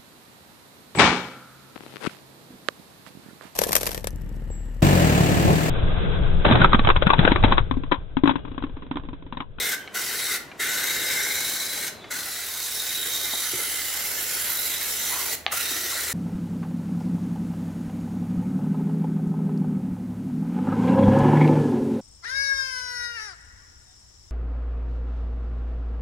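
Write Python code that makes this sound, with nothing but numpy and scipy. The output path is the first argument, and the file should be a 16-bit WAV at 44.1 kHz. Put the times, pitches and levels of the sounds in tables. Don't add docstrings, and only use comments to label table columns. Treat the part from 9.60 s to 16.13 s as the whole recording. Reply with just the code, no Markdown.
import sys
import numpy as np
from scipy import signal
from scipy.io import wavfile
from scipy.ndimage import uniform_filter1d

SR = 44100
rng = np.random.default_rng(int(sys.argv[2]) if len(sys.argv) > 2 else 0)


def materialize(psi):
    bounded = np.clip(np.atleast_2d(psi).T, -1, 1)
    quanta = np.round(bounded * 32767).astype(np.int16)
    wavfile.write(sys.argv[1], SR, quanta)


def how_loud(loudness_db):
    steps = np.asarray(loudness_db, float) / 20
    return 10 ** steps


N = 287973
FRAMES, HZ = N // 256 + 5, np.fft.rfftfreq(1024, 1 / SR)[:, None]
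T = np.arange(FRAMES) * 256 / SR


def evened(x):
    return x / np.sqrt(np.mean(x ** 2) + 1e-20)


def read(points, hz):
    f, value = np.transpose(points)
    return np.interp(np.log(hz + 1), np.log(f + 1), value)


def add(mix, s, sound):
    part = mix[round(s * SR):][:len(sound)]
    part += sound[:len(part)]


def patches(bins_size, frames_size):
    field = rng.standard_normal((FRAMES, 513)).T
    for _ in range(2):
        field = uniform_filter1d(uniform_filter1d(field, bins_size, 0), frames_size, 1)
    return evened(field)


# f/Hz, correlation
LIKENESS = [(60, 0.8), (200, 0.62), (500, 0.76), (2800, 0.86), (4500, 0.82), (6500, 0.58), (10000, 0.62),
            (15000, 0.99)]
# f/Hz, left minus right/dB
LEAN = [(60, -4), (180, -2), (550, -1), (1650, -1.5), (4970, -1.5), (15000, -1)]
# t/s, left minus right/dB, stereo width/factor
PLACE = [(0, 1.6, 0.61), (2.5, 1.9, 0.59), (3, -0.5, 0.45), (4, -1, 1.4), (5.7, -0.8, 1.44), (6, -1, 1),
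         (6.53, 0.8, 0.23)]


def noise(magnitude):
    a, b, c, d = rng.standard_normal((FRAMES, 513, 4)).T
    s, pan_db, width = np.transpose(PLACE)
    wide = np.interp(T, s, width) ** np.clip(HZ / 2500, 0, 1)
    same = np.clip(1 - (1 - read(LIKENESS, HZ)) * wide, -1, 1)
    left = a + 1j * b
    right = same * left + np.sqrt(1 - same ** 2) * (c + 1j * d)
    white = np.std(signal.istft(left, nperseg=1024, noverlap=768)[1])
    lean = how_loud((read(LEAN, HZ) + np.interp(T, s, pan_db) + .4) / 2)
    z = np.array([left, right]) * magnitude * np.array([lean, 1 / lean])
    return signal.istft(z, nperseg=1024, noverlap=768)[1][:, :N] / white


def ring(modes, pitch_hz):
    return sum(how_loud(2 * db) / (1 + (2 * (HZ - k * pitch_hz) / w) ** 2) ** 2 for k, w, db in modes)


# f/Hz, level/dB per Hz
AIR = [(45, -30), (70, -8), (400, -3.5), (600, -7.5), (2000, -15.5), (4000, -23), (7000, -28), (16000, -43)]
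# t/s, level/dB
AIR_LEVEL = [(0, -45), (1, -44.5), (2.5, -43.5), (2.8, -51.5), (4, -49.5), (5.3, -47.5), (6.53, -49.5)]
# t/s, level/dB
HUM = [(0, -78), (2.6, -69), (3, -61.5), (4.5, -60.5), (6.53, -57)]
# t/s, level/dB, f/Hz
RUSTLE = [(5.48, -64, 800), (5.53, -42, 1030), (5.6, -45, 1100), (5.72, -52, 760), (5.8, -59, 610)]


def background():
    hum_hz = 75
    s, db, hz = np.transpose(RUSTLE)
    rustle = how_loud(2 * (np.interp(T, s, db) + 23.5)) * ring([(1, 400, 0)], np.interp(T, s, hz))
    air = how_loud(2 * (read(AIR, HZ) + np.interp(T, *np.transpose(AIR_LEVEL)) + 17.0))
    t = np.arange(N) / SR
    waver = 1 + 0.0055 * evened(uniform_filter1d(rng.standard_normal(N), size=4000))
    turns = np.cumsum(hum_hz * waver) / SR
    hum = how_loud(np.interp(t, *np.transpose(HUM)) + 5.0) * np.sin(2 * np.pi * turns)
    gusts = how_loud(0.5 * patches(bins_size=3, frames_size=8))
    return noise(np.sqrt(air + rustle) * gusts) + hum


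# valve open t/s, valve closing t/s
SPURTS = [
    (0.0, .14),
    (.348, 0.76),
    (1.001, 2.28),
    (2.512, 5.745),
    (5.922, 6.7),
]


def surge(t):
    surge_s = 0.057
    return sum(np.exp(-(abs(t - start) / surge_s) ** 2) for start, _ in SPURTS[1:])


# f/Hz, width/Hz, level/dB
STANDING = [(2790, 1640, -1.5), (4740, 600, -1.5), (6000, 260, 1.5), (7380, 660, 2.5), (9260, 520, -1),
            (12600, 640, -4), (14000, 700, 3)]
# start t/s, length/s, f/Hz, glide/Hz per s, level/dB
GLINTS = [(1.05, 0.35, 12300, 0, 11), (1.33, 0.67, 12000, 900, 3), (1.53, 0.74, 2650, 300, -6),
          (1.4, .5, 13500, 600, 2), (3.1, .6, 32000, -900, 4), (3.47, 0.63, 6300, -600, 4.5),
          (3.72, 0.65, 11000, -900, 9.5), (4.45, 0.56, 10700, -1000, 7.5), (4.3, .4, 13200, -300, 9),
          (4.2, .4, 14000, 299, 2.5), (4.8, .4, 11100, -1000, 9), (4.76, 0.42, 12000, -300, 6.5),
          (4.83, 0.53, 12000, 507, 7), (4, 1.6, 7400, 200, 2.5), (5.24, 0.84, 10600, 400, 5),
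          (5.97, 0.32, 5800, 0, 8.5), (5.2, .6, 14400, 300, 6), (3.6, 0.49, 12400, -300, 0),
          (4.8, .7, 4020, -350, 2.5), (3.1, 1.3, 2760, -200, -6), (3.37, 1.3, 3300, -350, 5.5),
          (2.87, 1.03, 3890, -150, 6), (4.7, 1.2, 6500, 0, 1.5), (1.62, 1.0, 5860, 700, 5)]


def reflections_db(cap_hz):
    cap_rest_hz, follow = 3830, .1
    breathe = .4
    field, stretch = 0, 1 + follow * (cap_hz / cap_rest_hz - 1)
    depth = 1 + breathe * patches(bins_size=20, frames_size=60)
    for hz, width, db in STANDING:
        field = field + db * depth * np.exp(-(2 * (HZ - hz * stretch) / width) ** 2)
    for start, length, hz, glide, db in GLINTS:
        along = np.clip((T - start) / length, 0, 1)
        fade = np.sqrt(np.sin(np.pi * along).clip(0))
        width = 300 + 0.019 * hz
        centre = hz + glide * length * along
        field = field + db * fade * np.exp(-(2 * (HZ - centre) / width) ** 2)
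    return field


# f/Hz, level/dB per Hz
JET = [(150, -15.5), (300, -11), (600, -7.5), (1150, -8.5), (1700, -3), (4800, -0.5), (7000, -1),
       (9700, -2.5)]
# f/Hz, level/dB per Hz
FIZZ = [(9300, -20), (10200, -2.5), (12000, 0.5), (14000, -3.5), (16000, -4)]
# factor on gap pitch, width/Hz, level/dB
GAP = [(.2, 140, -10), (.72, 190, -3), (.86, 298, -6.5), (1, 244, 0.5)]
# factor on gap pitch, width/Hz, level/dB
SURGE_RING = [(.71, 260, -0.5)]
# factor on cap pitch, width/Hz, level/dB
CAP = [(1, 340, -0.5), (1.13, 300, -12)]
# t/s, flow/dB, nearness to the panel/dB, cap facing the microphone/dB, gap f/Hz, cap f/Hz
HAND = [(0, -31.5, 0, 1.5, 2090, 3700), (.14, -32, 2.5, -2.5, 2130, 3700), (.47, -34, -2, -2.5, 2010, 3780),
        (.62, -33, -1.5, 0, 2100, 3800), (.77, -31, 0, -1, 2030, 3700), (1.05, -33, 1.5, -0.5, 2030, 3750),
        (1.6, -32, 0.6, -.3, 2130, 3810), (1.95, -33.5, -3.5, 0.6, 2170, 3930),
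        (2.27, -34.5, -0.5, -2.5, 2170, 4050), (2.72, -37.5, -3.5, -2.5, 1980, 4000),
        (2.95, -35.5, -8, -1.5, 2080, 3740), (3.4, -34, -5, -1.5, 2080, 3760),
        (3.9, -34, -4, -1.5, 2070, 3810), (4.55, -34, -4, -5.5, 2070, 3930),
        (5.05, -34, -4.5, -3, 2030, 3900), (5.74, -32.5, -5, -6, 2040, 3820),
        (6.12, -33, -4, -1, 1940, 3810), (6.35, -33.5, -3, -7, 1970, 3930)]


def spray():
    open_s, close_s = 0.014, 0.026
    leak_s, leak_db = 0.031, -18
    surge_flow_db, surge_ring_db = 0.9, 8.5
    s, flow_db, *rest = np.transpose(HAND)
    near_db, cap_db, gap_hz, cap_hz = (np.interp(T, s, c) for c in rest)

    fizz_db, fizz_hz = -0.38 * near_db, 11250 + 85 * near_db
    fizz = how_loud(2 * read(FIZZ, HZ)) + ring([(0.95, 600, 0.6)], fizz_hz)
    power = how_loud(2 * read(JET, HZ)) / (1 + (HZ / 9800) ** 30)
    power = power + how_loud(2 * (1.37 * near_db + 9.5)) * ring(GAP, gap_hz)
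    power = power + how_loud(2 * surge_ring_db) * surge(T) * ring(SURGE_RING, gap_hz)
    power = power + how_loud(2 * (2.53 * cap_db + 9.5)) * ring(CAP, cap_hz)
    power = power + how_loud(2 * (0.93 * fizz_db - 1.5)) * fizz

    ridges_db = reflections_db(cap_hz) + 1.08 * patches(bins_size=3, frames_size=30)
    ridges_db = ridges_db + 1.0 * patches(bins_size=14, frames_size=10)
    ridges_db = ridges_db + 1.71 * patches(bins_size=4, frames_size=3)
    abeam = np.interp(T, *np.transpose(PLACE)[::2]) - 1
    ridges_db = ridges_db + 2 * abeam * np.interp(HZ, (10600, 14100), (0, 1))

    t, valve = np.arange(N) / SR, np.zeros(N)
    for start, end in SPURTS:
        opening = np.clip(1 + (t - start) / open_s, 0, 1) ** 2.0
        closing = np.clip(1 - (t - end) / close_s, 0, 1) ** 1.14
        leak = how_loud(leak_db) * np.clip(1 + (t - start) / leak_s, 0, 1)
        valve += np.maximum(opening, leak) * closing
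    sputter = uniform_filter1d(uniform_filter1d(rng.standard_normal(N), size=250), size=250)
    level_db = np.interp(t, s, flow_db) + surge_flow_db * surge(t) + 6.5 + 1.18 * evened(sputter)
    return noise(np.sqrt(power) * how_loud(ridges_db)) * valve * how_loud(level_db)


# f/Hz, t60/s
GARAGE = [(300, 0.19), (1500, 0.51), (4000, 0.37), (10000, 0.29)]


def garage(x, count=3):
    out, turn = 0, np.arange(N) / SR / 1.292
    for k in range(count):
        taps = np.zeros((2, SR // 2))
        at = np.arange(120, SR // 2 - 20, 20)
        at = at + rng.integers(0, 20, (2, len(at)))
        np.put_along_axis(taps, at, rng.choice([-1., 1.], at.shape), 1)
        taps = taps + 0.49 * taps.mean(0)
        hz, t, z = signal.stft(taps, SR, nperseg=256)
        decay = how_loud(-60 * t / read(GARAGE, hz)[:, None])
        tail = signal.istft(z * decay, SR, nperseg=256)[1]
        share = np.sqrt(2 / count) * np.cos(np.pi * (turn + k / count))
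        out = out + signal.oaconvolve(x * share, tail / np.linalg.norm(tail[0]), axes=1)[:, :N]
    return out


# start t/s, length/s, level/dB, f/Hz
BIRD = [
    (0.187, 0.16, -48.5, 3080),
    (2.334, 0.24, -50.5, 3940),
    (2.4, 0.12, -48, 3400),
]


def bird():
    attack_s, fade_db = 0.022, -11
    drop, drop_s = 0.0615, 0.0306
    out = np.zeros(N)
    for start, length, db, hz in BIRD:
        t = np.arange(0, length, 1 / SR)
        flutter = 1 + 0.03 * evened(uniform_filter1d(rng.standard_normal(SR), size=150))[:len(t)]
        turns = np.cumsum(hz * (1 + drop * np.exp(-t / drop_s)) * flutter) / SR
        edges = np.minimum(np.minimum(t, length - t) / attack_s, 1)
        level = how_loud(db + fade_db * t / length + 3.0)
        add(out, start, edges * level * np.sin(2 * np.pi * turns))
    return out


# t/s, ring level/dB, low plastic ring/dB, slowness/factor on t60, snap level/dB
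CLICKS = [
    (0.2755, -30, -5.5, 4.9, -34),
    (0.915, -34, -1, 5.5, -40),
    (2.442, -35.5, 1, 5.3, -40),
    (5.8646, -11.5, 8, 1, -4.5),
    (5.875, -28, 3, 3.5, -38),
    (5.880, -25, -1, 3.1, -35),
    (5.911, -30, 7, 3.5, -45),
]
# f/Hz, level/dB, t60/s
GRIP = [(800, -12.5, 0.022), (1210, -7.5, 0.008), (1710, -6.5, 0.0081), (2230, 0, 0.006),
        (2900, -3, 0.0049), (3800, -10, 0.0021), (4300, -5, 0.0036), (6000, -17, 0.0058)]


def trigger():
    snap_hz, snap_s = 3100, .00026
    rattle_s, rattle_db = .004, .9
    out, t = np.zeros(N), np.arange(3000) / SR
    spread = rng.uniform(.92, 1.08, (len(CLICKS), len(GRIP)))
    rattle = rng.standard_normal((len(CLICKS), len(t)))
    late = t - snap_s
    snap = np.cos(2 * np.pi * snap_hz * late) * np.exp(-(late / snap_s) ** 2)
    snap = snap * (1 - np.exp(-t / .00005))
    for (s, ring_db, low_db, slow, snap_db), detune, loose in zip(CLICKS, spread, rattle):
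        shake = evened(uniform_filter1d(uniform_filter1d(loose, size=40), size=40))
        rough = how_loud(rattle_db * slow * np.minimum(t / rattle_s, 1) * shake)
        click = np.zeros(len(t))
        for (hz, db, t60), k in zip(GRIP, detune):
            level = how_loud(db + low_db * (hz < 2000) - 60 * t / (slow * t60))
            click += level * np.sin(2 * np.pi * hz * k * t)
        click = click * rough * (1 - np.exp(-t / 0.00051))
        add(out, s, how_loud(ring_db) * click + how_loud(snap_db) * snap)
    return out


# t/s, peak level/dB, f/Hz, t60/s
KNOCKS = [(3.735, -22.5, 245, 0.014), (3.734, -31, 960, .05), (3.734, -31, 600, 0.033),
          (3.934, -19, 397, 0.027), (3.94, -34, 120.6, 0.078), (3.945, -33.5, 368, 0.16),
          (3.99, -35.5, 441, 0.15), (5.925, -25.5, 1300, 0.08), (5.93, -27.5, 740, .06),
          (6.112, -31, 294, 0.074), (6.141, -42, 346.7, 0.67), (6.32, -31.5, 1009, 0.08),
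          (6.352, -28.5, 646, .05)]


def knocks():
    out, t = np.zeros(N), np.arange(SR // 4) / SR
    shakes = uniform_filter1d(rng.standard_normal((len(KNOCKS), len(t))), size=200, axis=1)
    for (s, peak_db, hz, t60), shake in zip(KNOCKS, evened(shakes)):
        turns = np.cumsum(hz * (1 + 0.115 * shake)) / SR
        level = how_loud(peak_db - 60 * t / t60) * (1 - np.exp(-t / 0.002))
        add(out, s, level * np.sin(2 * np.pi * turns))
    return out


def scene():
    jet, hits = spray(), trigger() + knocks()
    wet = how_loud(-6.0) * jet.mean(0) + how_loud(-10.0) * hits
    return jet + hits + garage(wet[None]) + bird() + background()


def low_pass(x):
    return signal.sosfilt(signal.butter(12, 16100, fs=SR, output="sos"), x)


def record(dry):
    mic_edge_hz = 15850
    edge = signal.firwin(401, mic_edge_hz, window=("kaiser", 9), fs=SR)
    limited = signal.oaconvolve(dry, edge[None], "same")
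    return low_pass(limited)


dry = scene()
out = record(dry)
materialize(out)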